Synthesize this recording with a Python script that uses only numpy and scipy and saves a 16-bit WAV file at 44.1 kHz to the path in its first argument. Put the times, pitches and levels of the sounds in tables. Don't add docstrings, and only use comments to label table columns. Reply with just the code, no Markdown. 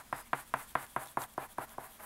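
import sys
import numpy as np
from scipy import signal
from scipy.fft import rfft, irfft
from scipy.io import wavfile
from scipy.ndimage import uniform_filter1d

SR = 44100
rng = np.random.default_rng(int(sys.argv[2]) if len(sys.argv) > 2 else 0)


def to_wav(sig):
    pcm = np.clip(np.atleast_2d(sig), -1, 1) * 32767
    pcm = np.round(pcm).astype(np.int16)
    wavfile.write(sys.argv[1], SR, pcm.T)


def decibels_to_gain(level_db):
    exponent = np.asarray(level_db, float) / 20
    return 10 ** exponent


N = 90404


def level(x):
    return x / np.sqrt(np.mean(x ** 2))


def colour(x, points):
    hz, db = np.array(points, float).T
    f = np.maximum(np.fft.rfftfreq(N, 1 / SR), 1)
    gain_db = np.interp(np.log(f), np.log(hz), db, left=-60, right=-60)
    return level(irfft(rfft(x) * decibels_to_gain(gain_db), N))


def band(x, hz, width_hz):
    return signal.lfilter(*signal.iirpeak(hz, hz / width_hz, fs=SR), x)


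def tilt(x, hz, db):
    low = signal.filtfilt(*signal.butter(2, hz, fs=SR), x)
    return decibels_to_gain(-db) * low + decibels_to_gain(db) * (x - low)


def walk(rate_hz):
    k = int(SR / rate_hz)
    steps = np.repeat(rng.standard_normal(N // k + 1), k)
    smooth = uniform_filter1d(uniform_filter1d(steps, k), k)
    return level(smooth[:N])


def grain(spread_db, patchy_db, rate_hz):
    size = rng.exponential(size=N).clip(0, 4)
    return rng.standard_normal(N) * decibels_to_gain(spread_db * size + patchy_db * walk(rate_hz))


def ring(modes, t, hold):
    t = t.clip(0)
    return -sum(decibels_to_gain(db - 60 * t / (t60 * hold)) * np.sin(2 * np.pi * hz * t) for hz, db, t60 in modes)


def add(out, start_s, x):
    i = int(round(start_s * SR))
    out[i:i + len(x)] += x[:N - i]


# pitch_hz, level_db
HUM = [(48, -72), (220, -71)]
# pitch_hz, level_db
ROOM_HISS = [(15, 10), (30, 4.5), (130, -3), (400, -11.5), (1000, -7.5), (5000, -17), (11000, -15.5),
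             (16000, -19)]


def room():
    hum = sum(decibels_to_gain(db) * level(band(rng.standard_normal(N), hz, 19)) for hz, db in HUM)
    hiss_db = -61 + walk(5.05)
    return hum + decibels_to_gain(hiss_db) * colour(rng.standard_normal(N), ROOM_HISS)


# time_s, peak_db
SNAGS = [
    (.8655, -52),
    (1.058, -49),
    (1.072, -47),
    (1.085, -55),
    (1.2177, -41),
    (1.2372, -42),
    (1.338, -55),
    (1.6927, -53),
]


def snags():
    out, t = np.zeros(N), np.arange(int(.012 * SR)) / SR
    swell = np.sin(np.pi * np.clip(t / 0.0042, 0, 1)).clip(0)
    for time_s, peak_db in SNAGS:
        crack = band(rng.standard_normal(len(t)), 6800, 16000) * swell
        add(out, time_s - .001, decibels_to_gain(peak_db + 1.5) * crack)
    return out


# start_s, length_s, pitch_hz, level_db
CHIRPS = [
    (0.22, 0.097, 2140, -67.5),
    (1.4, 0.052, 2440, -55),
    (1.063, 0.036, 3570, -58),
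    (1.574, 0.027, 1560, -50),
    (0.064, 0.22, 5020, -68.5),
]


def chirps():
    t, out = np.arange(N) / SR, np.zeros(N)
    for start_s, length_s, hz, db in CHIRPS:
        swell = np.sin(np.pi * np.clip((t - start_s) / length_s, 0, 1))
        out += decibels_to_gain(db) * swell * level(band(rng.standard_normal(N), hz, 150))
    return out


# start_s, length_s, rumble_db, hiss_db
DRAGS = [(-.08, .11, -45, -54.5), (.13, .11, -49.5, -55), (.335, .11, -48.5, -54),
         (.54, 0.13, -50.5, -53.5), (.755, 0.12, -48.5, -54), (.965, 0.11, -46.5, -53),
         (1.175, 0.094, -44, -49), (1.38, .10, -46.5, -55.5), (1.585, 0.081, -45.5, -54),
         (1.785, 0.11, -51.5, -56.5), (1.99, 0.21, -51, -50)]
# start_s, length_s, rumble_db, hiss_db
RETURNS = [
    (0.028, 0.11, -70, -68.5),
    (.24, 0.056, -70, -63.5),
    (0.443, 0.085, -71, -63.5),
    (0.665, 0.076, -70, -57.5),
    (0.862, 0.12, -67, -60),
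    (1.057, 0.1, -63, -59),
    (1.263, 0.11, -66.5, -63),
    (1.486, 0.068, -63, -60),
    (1.666, .105, -59.5, -60),
    (1.881, 0.12, -65.5, -60.5),
]


def hand():
    t = np.arange(N) / SR
    press, speed, light = np.zeros(N), np.zeros(N), np.zeros(N)
    for rows, fastest, is_return in ((DRAGS, 0.56, 0), (RETURNS, 0.45, 1)):
        for start_s, length_s, rumble_db, hiss_db in rows:
            u = np.clip((t - start_s) / length_s, 0, 1)
            bend = u ** (np.log(.5) / np.log(fastest))
            hump = np.sin(np.pi * bend).clip(0) ** 1.34
            edge = np.clip(u / 0.042, 0, 1) * np.clip((1 - u) / 0.36, 0, 1)
            press += decibels_to_gain(rumble_db - 1.5 * (u + 0.5)) * edge
            speed += decibels_to_gain(hiss_db) * (hump + decibels_to_gain(-13.5) * edge)
            light += is_return * decibels_to_gain(hiss_db) * hump
    return press, speed, light


# pitch_hz, level_db
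RUMBLE = [(59, -56), (100, -5), (189, -20.5), (336, -7.5), (540, -8), (646, -2.5), (989, 0), (1700, -5.5),
          (5000, -30), (6500, -53), (11000, -120)]
# pitch_hz, level_db
HISS = [(2500, -24), (3500, -9), (5300, -15.5), (8700, 0.5), (11800, 3), (13300, -1.5), (14400, -2.5),
        (16000, 0)]
# pitch_hz, width_hz, level_db
PAPER = [(636, 36, 2), (788, 20, 4.5), (984, 40, -2), (1393, 25, -12.5), (1697, 20, 0), (2050, 30, -2)]
# time_s, hiss_tilt_db, rumble_tilt_db
BRIGHT = [(0, -4, 2), (.7, -3, 4.5), (1.0, -2.5, 0.5), (1.3, -3, -0.5), (1.6, -1, -1), (2.05, 0.5, 1)]
RUMBLE_PATCHY_DB = 1.2


def strokes():
    press, speed, light = hand()
    at, hiss_tilt_db, rumble_tilt_db = np.array(BRIGHT, float).T
    t = np.arange(N) / SR

    fibres = grain(0.87, RUMBLE_PATCHY_DB, 90)
    resonances = sum(decibels_to_gain(db) * band(colour(fibres, RUMBLE), hz, width) for hz, width, db in PAPER)
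    rumble = level(1.34 * colour(fibres, RUMBLE) + resonances)
    rumble = tilt(rumble, 950, np.interp(t, at, rumble_tilt_db))
    linger = signal.lfilter([.0015], [1, -(1 - .0015)], press)

    fine_grain = level(grain(3.2, 1.2, 150))
    hiss = colour(0.2 * level(fibres) + fine_grain, HISS)
    lift_db = np.interp(t, at, hiss_tilt_db)
    sheen = decibels_to_gain(-4 + 2 * lift_db) * band(hiss, 11700, 1200)
    hiss = tilt(hiss, 10000, lift_db) + sheen

    squeak = level(band(rng.standard_normal(N), 3330, 400))
    return (press + 0.21 * linger) * rumble + speed * hiss + decibels_to_gain(-7) * light * squeak


# time_s, knock_db, tick_db, softness_lowpass_hz, rebound_db
TAPS = [
    (.1270, -20, -45.5, 2440, -1),
    (.3313, -17, -41.5, 3200, -2),
    (.5390, -16.5, -40.5, 2780, -3),
    (0.7532, -16.5, -44, 2820, -1.5),
    (.9630, -18, -42, 2270, -1.5),
    (1.1715, -17.5, -41.5, 1880, 0),
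    (1.3786, -21.5, -43, 1600, 2.1),
    (1.5834, -21.5, -45, 1540, 1),
    (1.7816, -24.5, -49, 1230, 1.5),
]
# pitch_hz, level_db, ring_time_s
BARREL = [(1213, 2.5, 0.0089), (1730, -8, 0.0065), (2624, -16.5, 0.0073), (3300, -11, 0.0046)]
# pitch_hz, level_db, ring_time_s
REBOUND = [(424, -8.5, 0.012), (862, 2, 0.0072)]
# pitch_hz, level_db, ring_time_s
SLAP = [(1050, -9, 0.013), (1500, 0.5, 0.0054)]
# pitch_hz, level_db, ring_time_s
DESK = [(51, -41.5, 0.04), (134.2, -27.5, 0.28), (275.4, -30.5, 0.27), (373, -36, 0.18), (503, -29, 0.15),
        (783, -27, 0.029)]


def taps():
    out, t = np.zeros(N), np.arange(int(.2 * SR)) / SR
    rattle = colour(grain(1.83, RUMBLE_PATCHY_DB, 130), RUMBLE)
    tick_hz = 10500
    for time_s, knock_db, tick_db, soft_hz, rebound_db in TAPS:
        hard = soft_hz / 2900
        blow = ring(BARREL, t, hard)
        rebound = decibels_to_gain(rebound_db) * ring(REBOUND, t - 0.002158, 0.9)
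        slap = hard ** 2 * ring(SLAP, t - 0.003416, 1)
        knock = signal.lfilter(*signal.butter(2, 318, "high", fs=SR), blow - rebound - slap)

        i = int(time_s * SR)
        tail = rattle[i:i + len(t)] * decibels_to_gain(-17 - 60 * t / 0.14) * np.clip(t / 0.0026, 0, 1)
        body = knock + ring(DESK, t, 0.75) + tail
        body = signal.lfilter(*signal.butter(3, 0.89 * soft_hz, fs=SR), body)
        add(out, time_s + 0.0004, decibels_to_gain(knock_db) * body)

        tick = np.sin(2 * np.pi * tick_hz * t) + band(rng.standard_normal(len(t)), tick_hz, 5000)
        add(out, time_s, decibels_to_gain(tick_db + 7 - 60 * t / .003) * tick)
    return out


def scene():
    return (room() + snags() + chirps() + strokes() + taps())[None]


def band_limit(x):
    return signal.sosfilt(signal.butter(12, 16810, fs=SR, output="sos"), x)


def record(dry):
    x = signal.sosfilt(signal.ellip(6, .2, 24, 15650, fs=SR, output="sos"), dry)
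    return band_limit(x)


dry = scene()
out = record(dry)
to_wav(out)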